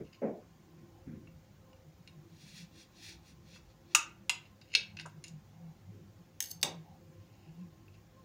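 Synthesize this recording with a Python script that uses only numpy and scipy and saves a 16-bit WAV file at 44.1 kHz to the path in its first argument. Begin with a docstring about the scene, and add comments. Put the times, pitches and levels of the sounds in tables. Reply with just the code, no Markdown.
"""Dull knocks from elsewhere in the house open the scene and come back later; a quiet kitchen hums throughout.
A knife clicks faintly on a glass plate, then saws through a soft cake: filtered grain noise hisses in strokes.
The blade clicks hard on the plate and drags over it: damped modes are struck or kept ringing by noise.
The knife is laid on a stone counter, bouncing and skidding; last come faint scrapes and clicks on the plate."""
import sys
import numpy as np
from scipy import signal
from scipy.fft import rfft, irfft
from scipy.io import wavfile
from scipy.ndimage import uniform_filter1d

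SR = 44100
rng = np.random.default_rng(int(sys.argv[2]) if len(sys.argv) > 2 else 0)


def to_wav(sig):
    """Store sig (one row per channel, or 1-D mono) as 16-bit WAV at the path in sys.argv[1].

    Samples outside -1..1 are clipped; the rate is SR.
    """
    pcm = np.clip(np.atleast_2d(sig), -1, 1) * 32767
    pcm = np.round(pcm).astype(np.int16)
    wavfile.write(sys.argv[1], SR, pcm.T)  # frames by channels


def elevation(decibels):
    """Turn decibel levels (scalar or array-like) into linear amplitude ratios."""
    levels = np.asarray(decibels, float)
    return 10 ** (levels / 20)


N = 363384
T = np.arange(N) / SR

# Blade meets plate: t/s, dry peak level at 1.8-3.3 kHz/dB, then levels relative to that/dB:
# at 0.8-1.8 kHz, at 3.3-5.6 kHz, at 5.6-8 kHz
PLATE_TAPS = [(1.272, -53.5, -7, -20, -24), (1.73, -55, -20, -7, -13), (2.075, -44.5, -31, 0.5, -9.5),
              (3.560, -53, -0.5, -10, -6), (3.9485, -9.5, -10, -7, -1.5), (4.295, -16, -14, -3.5, -4),
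              (4.614, -55, -7, 5, -16), (4.750, -13.5, -24, 3, -11.5), (4.969, -38, -17, -3, -31),
              (4.988, -36.5, -18, -11, -31), (4.997, -34.5, -13.5, -1, -16), (5.010, -44.5, -14, 0, -5),
              (5.060, -53, 12, -2, 6.5), (5.095, -61.5, -3, 2, -11), (5.240, -43.5, -24.5, 5.5, 5),
              (5.245, -56, -20, 2, -4), (5.268, -55, -14, 3, -4), (5.281, -59, -11, 12, 16.5),
              (7.881, -55, -21, -15, -20), (7.94, -62, -15, 0, -16)]
# Knife laid on the counter, bouncing: same columns as the plate taps
COUNTER_BOUNCES = [(6.404, -31, -15, 4.5, 10), (6.4245, -45.5, -23, 4.9, 16), (6.439, -44.5, -22, 4.1, 8.5),
                   (6.614, -62, -17, 19, 15), (6.629, -19.5, -26.5, 3.1, 0), (6.6315, -26.5, -6.5, 2.5, -5)]
# Inner edges of the pitch zones of a blow: f/Hz
PITCH_ZONES = (1800, 3300, 5600, 8000)
# Modes of the plate damped by the cake: f/Hz, relative level/dB
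PLATE_MODES = [(965, 2.5), (1180, -4), (1310, -6), (1420, -6), (1520, 2), (1760, -11), (2050, -12),
               (2220, -2.5), (2400, -9), (2610, -0.5), (2695, 5.5), (2830, 1.5), (3250, -13.5),
               (3610, -18.5), (3750, -3), (4150, -0.5), (4580, -6.5), (4915, -2.5), (5310, -7), (5890, -6),
               (6430, -3.5), (6590, -10), (6885, 4), (7300, -17.5), (8330, -23), (9050, 2.5), (10300, -1),
               (11280, -5.5), (13600, -22), (15000, -14.5)]
# Modes of the free steel blade and handle: f/Hz, relative level/dB
KNIFE_MODES = [(900, 8.5), (1200, -16.5), (1560, 2), (2200, -3.5), (2840, 4), (3650, -3.5), (4500, 6.5),
               (4900, 2.5), (6360, 6), (7120, -15.5), (7820, -6), (8700, -2.5), (9770, 1.5), (11690, 7),
               (13760, 0.5), (14800, 9), (15700, -27)]
# Modes of the blade held in the cake: f/Hz, relative level/dB
HELD_BLADE_MODES = [(1750, -6.5), (2300, -1), (2780, -2), (3300, -0.5), (4000, -7), (4450, 1.5),
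                    (4700, -2.5), (5750, 1.5), (5900, 4.5), (6550, -3.5), (8500, -10), (8900, -14),
                    (9900, -11), (10600, -17.5), (11400, -14.5)]
# Blade rubbing crumb, long pushes and short pulls: t of full pressure/s, level/dB, rise/s, fall/s,
# treble level relative to the body/dB
SAW_STROKES = [(2.59, -56, 0.3, 0.077, -8.5), (2.8, -59.5, 0.097, 0.055, -9),
               (3.09, -51.5, 0.16, 0.073, -10), (3.28, -64.5, 0.063, 0.059, -6.5),
               (3.55, -60.5, 0.13, 0.051, -12.5), (3.705, -72, 0.053, 0.031, -21.5),
               (3.94, -62, 0.089, 0.0094, -15)]
# Colour of the tearing crumb: f/Hz, relative level per Hz/dB
CRUMB_COLOUR = [(1000, -18.5), (1600, -2.5), (2300, -4.5), (4450, -1), (6600, -5.5), (7400, -13),
                (11000, -18.5), (12000, -22.5), (13800, -25), (14800, -17.5)]
# Blade tip or a slice drags over the plate: t of full pressure/s, level/dB, rise/s, fall/s
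PLATE_DRAGS = [(.055, -65.5, 0.0093, 0.038), (.14, -63, .03, 0.04), (4.45, -65, 0.038, 0.041),
               (4.72, -61.5, .08, 0.018), (4.738, -43, .014, .012), (5.0, -55.5, 0.018, 0.025),
               (5.246, -57, 0.0076, 0.015), (5.277, -52, 0.017, 0.0085), (7.35, -72.5, 0.25, .25),
               (7.6, -74.5, 0.046, 0.054), (7.952, -71, 0.035, 0.028)]
# Knife skids on the stone: same columns as the plate drags
STONE_SKIDS = [(6.447, -46, .004, .016), (6.503, -47, .045, .035)]
# Dull knocks, on the board and elsewhere: t/s, body level/dB, low edge f/Hz, high edge f/Hz, length/s
DULL_KNOCKS = [(0, -39.5, 118, 460, 0.079), (0.215, -30.5, 170, 648, .21), (.77, -51.5, 117, 213, 0.19),
               (1.062, -42.5, 79, 300, 0.3), (3.123, -57, 45, 99, 0.35), (3.579, -56, 45, 90, .25),
               (4.763, -54, 344, 590, 0.095), (5.053, -45.5, 440, 1490, 0.047),
               (5.916, -54.5, 121, 405, 0.2), (6.626, -39.5, 200, 940, 0.18)]
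# The hum swells and fades: t/s, level near 100 Hz/dB, level of the rumble around it/dB
HUM_SWELLS = [(0.0, -70, -65), (0.64, -85, -81), (1.12, -71.5, -62), (2.13, -79.5, -80), (2.41, -62, -70),
              (2.96, -76.5, -88), (3.19, -66.5, -73.5), (4.52, -74, -74), (5.0, -63.5, -77),
              (5.99, -66, -69), (6.27, -68.5, -76.5), (7.39, -66.5, -73.5), (7.82, -63, -72),
              (8.24, -66.5, -77)]
# Loudest puffs of the boom near 160 Hz: start t/s, nominal length/s, nominal level/dB
BOOM_PUFFS = [(1.847, 0.074, -57.5), (1.999, 0.025, -57), (2.121, 0.13, -56.5), (2.304, 0.062, -59),
              (2.42, 0.05, -58), (2.527, 0.036, -57), (2.603, 0.061, -53), (4.998, 0.12, -55),
              (5.145, 0.072, -53), (5.283, 0.13, -51.5), (5.588, 0.16, -50.5), (5.872, 0.049, -54.5),
              (6.005, 0.034, -56.5), (6.19, 0.04, -56.5), (6.55, 0.034, -55.5), (6.639, 0.025, -50),
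              (6.689, 0.17, -51), (6.893, 0.031, -57), (7.078, 0.039, -56.5), (7.468, 0.067, -53.5),
              (7.556, 0.11, -54)]
# Narrow room resonances: f/Hz, width/Hz, middle level/dB
ROOM_MODES = [(200, 14, -74.5), (335.7, 38, -73.5), (523.4, 24, -77.5), (780, 170, -80.5),
              (1052, 30, -82.5)]
# Colour of the steady hiss: f/Hz, relative level per Hz/dB
HISS_COLOUR = [(25, -19), (45, 6), (100, 15), (250, 7), (500, -1), (1000, -6), (2000, -9.5), (4000, -14),
               (7000, -14), (7900, -23), (13800, -26.5), (14400, -13), (15800, -20.5), (16100, -33)]
# Decay of the room: octave centre f/Hz, t60/s
ROOM_DECAY = [(700, .33), (1400, 0.37), (2800, 0.27), (5600, 0.21), (11200, 0.15)]


def strikes(rows, modes, t60, crack_db, crack_s, top_db):
    """A blow rings the modes plus a crack that grows with force; the spot hit sets the share of each pitch zone."""
    chatter_s, chatter_db = 0.006, -3  # the edge chatters as it lands
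    out, t = np.zeros(N), T[:SR // 5]
    edges_hz = (800, *PITCH_ZONES, 16000)
    for s, peak_db, low_db, mid_db, high_db in rows:
        ringing = ring(modes, t60, t, spot_db=2)
        crack = band(noise(len(t)), 550, 6700, order=1) * np.exp(-t / crack_s)
        blow = ringing + elevation(crack_db + 0.37 * peak_db) * crack
        chatter = noise(SR // 40) * np.exp(-t[:SR // 40] / chatter_s)
        chatter /= np.linalg.norm(chatter)
        blow = blow + elevation(chatter_db) * np.convolve(blow, chatter)[:len(t)]
        shares_db = (low_db, 0, mid_db, high_db, high_db + top_db)
        for lo_hz, hi_hz, share_db in zip(edges_hz[:-1], edges_hz[1:], shares_db):
            part = band(blow, lo_hz, hi_hz, order=3)
            add(out, s, elevation(peak_db + share_db) * part / np.abs(part).max())
    return out


def ring(modes, t60, t, spot_db):
    """A blow on a damped body: decaying sines, each with chance strength, sign and slight detune."""
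    detune = 0.008  # spread as a share of the mode's pitch
    hz, db = np.transpose(modes)[:, :, None]
    strength, sign, shift = rng.standard_normal((3, len(hz), 1))
    wave = np.sin(2 * np.pi * hz * (1 + detune * shift) * t)
    decay = elevation(db + spot_db * strength - 60 * t / t60)
    return (decay * wave * np.sign(sign)).sum(axis=0)


def rub(rows, grain_db, split_hz, sing_db):
    """Dense tiny grains tear under the blade and make it sing faintly; pressure sets the level."""
    wobble_db, blade_t60_s = 1.3, 0.017
    slips = noise() * elevation(grain_db * walk(250) + wobble_db * walk(40))
    blade = ring(HELD_BLADE_MODES, blade_t60_s, T[:SR // 5], spot_db=0)
    singing = signal.fftconvolve(slips, blade)[:N]
    grains = unit(colour(slips, CRUMB_COLOUR)) + elevation(sing_db) * unit(singing)
    body = unit(band(grains, 1500, 1.08 * split_hz, order=3))
    treble = unit(band(grains, split_hz, 16000, order=3))
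    body_rows = [row[:4] for row in rows]
    treble_rows = [(s, db + bright_db, rise, fall) for s, db, rise, fall, bright_db in rows]
    return strokes(body_rows) * body + strokes(treble_rows) * treble


def scrape(rows, modes, t60, lo_hz, hi_hz):
    """Stick-slip: a dense stream of uneven micro-blows keeps the modes ringing."""
    grit_db = 5  # spread of the unevenness
    slips = noise() * elevation(grit_db * walk(500))
    ringing = signal.fftconvolve(slips, ring(modes, t60, T[:SR // 5], spot_db=0))[:N]
    return strokes(rows) * unit(band(ringing, lo_hz, hi_hz, order=3))


def strokes(rows):
    """Gain of rounded swells, edge_db down one rise before and one fall after their top."""
    edge_db = -20
    rise_power, fall_power = 1.6, 2.6  # pressure builds steadily and lets go abruptly
    gain = np.zeros(N)
    for s, db, rise_s, fall_s in rows:
        rising = T < s
        distance = np.abs(T - s) / np.where(rising, rise_s, fall_s)
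        gain += elevation(db + edge_db * distance ** np.where(rising, rise_power, fall_power))
    return gain


def knocks():
    """Soft blows: a rounded rise, a lumpy low body that holds and then dies, a shorter slap on top."""
    slap_db = -22.5  # relative to the body
    out, t = np.zeros(N), T[:SR]
    for s, db, lo_hz, hi_hz, length_s in DULL_KNOCKS:
        swell = (1 - np.exp(-t / (0.059 * length_s))) * elevation(-30 * (t / length_s) ** 1.5)
        body = unit(band(noise(SR), lo_hz, hi_hz, order=4))
        slap = unit(band(noise(SR), 1300, 2380, order=4)) * elevation(slap_db - 15 * t / length_s)
        add(out, s, elevation(db) * (body + slap) * swell)
    return out


def kitchen():
    """The quiet bed: hiss, machine hum, boom and narrow room resonances, summed."""
    return hiss() + hum() + boom() + room_resonances()


def hum():
    """Machine hum: a steady tone blurred by narrow noise, over a band of rumble, both swelling and fading."""
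    s, mains_db, deep_db = np.transpose(HUM_SWELLS)
    mains = np.sin(2 * np.pi * 100.2 * T) + 1.4 * unit(band(noise(), 92, 110))
    rumble = unit(band(noise(), 44, 140))
    mains_gain = elevation(np.interp(T, s, mains_db) + 3.5 * walk(8))
    return mains_gain * mains + elevation(np.interp(T, s, deep_db) + 4 * walk(17)) * rumble


def boom():
    """A sine wavering around 162 Hz swells in puffs over a faint, uneven level."""
    between_db = -68  # middle level between the puffs
    wavering_hz = 162 + 8 * walk(30)
    rows = [(s + length_s / 2, db + 2.5, 0.65 * length_s, 0.47 * length_s)
            for s, length_s, db in BOOM_PUFFS]
    gain = strokes(rows) + elevation(between_db + 4.4 * walk(14))
    return gain * np.sqrt(2) * np.sin(2 * np.pi * np.cumsum(wavering_hz) / SR)


def room_resonances():
    """Noise caught in narrow room resonances, each drifting in level."""
    puff_db = 5  # spread of the drift
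    out = np.zeros(N)
    for hz, width, db in ROOM_MODES:
        out += elevation(db + puff_db * walk(8.5)) * unit(band(noise(), hz - width / 2, hz + width / 2))
    return out


def hiss():
    """Steady coloured hiss, mottled in small patches as by the phone's noise suppression."""
    level_db = -73  # between 1.44 and 16 kHz
    x = mottled(colour(noise(), HISS_COLOUR), depth_db=2.0)
    return elevation(level_db) * x / np.std(band(x, 1439.5, 16000))


def mottled(x, depth_db):
    """Smoothed random gains on a spectrogram mottle the hiss, as the phone's noise suppression does."""
    z = signal.stft(x, nperseg=1024)[2]
    patches = rng.standard_normal(z.shape)
    for axis in (0, 1):
        patches = uniform_filter1d(patches, size=3, axis=axis)
    return signal.istft(z * elevation(depth_db * patches / patches.std()), nperseg=1024)[1][:N]


def room(x, wet_db, gap_s):
    """Hard walls answer with a dense noise tail, swelling in after a gap, whose treble dies first."""
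    t = T[:SR // 2]
    tail = np.zeros(len(t))
    for hz, t60 in ROOM_DECAY:
        tail += band(noise(len(t)), hz / np.sqrt(2), hz * np.sqrt(2)) * elevation(-60 * t / t60)
    tail *= 1 - np.exp(-(t / gap_s) ** 2)
    return x + elevation(wet_db) * signal.fftconvolve(x, tail / np.linalg.norm(tail))[:N]


def noise(n=N):
    """White noise."""
    return rng.standard_normal(n)


def unit(x):
    """Scale to rms 1."""
    return x / np.sqrt(np.mean(x ** 2))


def band(x, lo_hz, hi_hz, order=2):
    """Band-pass."""
    return signal.sosfilt(signal.butter(order, [lo_hz, hi_hz], "band", fs=SR, output="sos"), x)


def colour(x, points):
    """Shape the spectrum by (f/Hz, level/dB) points joined on a log axis."""
    hz, db = np.transpose(points)
    f = np.arange(len(x) // 2 + 1) * SR / len(x) + 1
    return irfft(rfft(x) * elevation(np.interp(np.log(f), np.log(hz), db)), len(x))


def walk(rate):
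    """Random levels held 1 / rate s and slewed twice; rms 1."""
    k = int(SR / rate)
    held = np.repeat(noise(N // k + 1), k)
    return unit(uniform_filter1d(uniform_filter1d(held, k), k)[:N])


def add(out, s, x):
    """Mix x into out from time s on."""
    i = max(int(s * SR), 0)
    out[i:i + len(x)] += x[:N - i]


def scene():
    """Knife, plate and counter sound in the room; knocks and hum are already diffuse."""
    near = strikes(PLATE_TAPS, PLATE_MODES, t60=0.024, crack_db=13, crack_s=0.0063, top_db=-11)
    near += strikes(COUNTER_BOUNCES, KNIFE_MODES, t60=0.022, crack_db=34, crack_s=0.0016, top_db=-1.5)
    near += rub(SAW_STROKES, grain_db=1.0, split_hz=6900, sing_db=-5)
    near += scrape(PLATE_DRAGS, PLATE_MODES, t60=0.02, lo_hz=2000, hi_hz=5874)
    near += scrape(STONE_SKIDS, KNIFE_MODES, t60=0.015, lo_hz=4100, hi_hz=14170)
    return (room(near, wet_db=-11, gap_s=0.0085) + knocks() + kitchen())[None]


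def band_limit(x):
    """A steep low-pass at the top of the band."""
    return signal.sosfilt(signal.butter(12, 16800, fs=SR, output="sos"), x)


def record(dry):
    """The phone cuts the top steeply at 16.1 kHz."""
    top_cut = signal.ellip(8, 0.2, 60, 16100, fs=SR, output="sos")
    mix = signal.sosfilt(top_cut, dry)
    return band_limit(mix)


dry = scene()
out = record(dry)
to_wav(out)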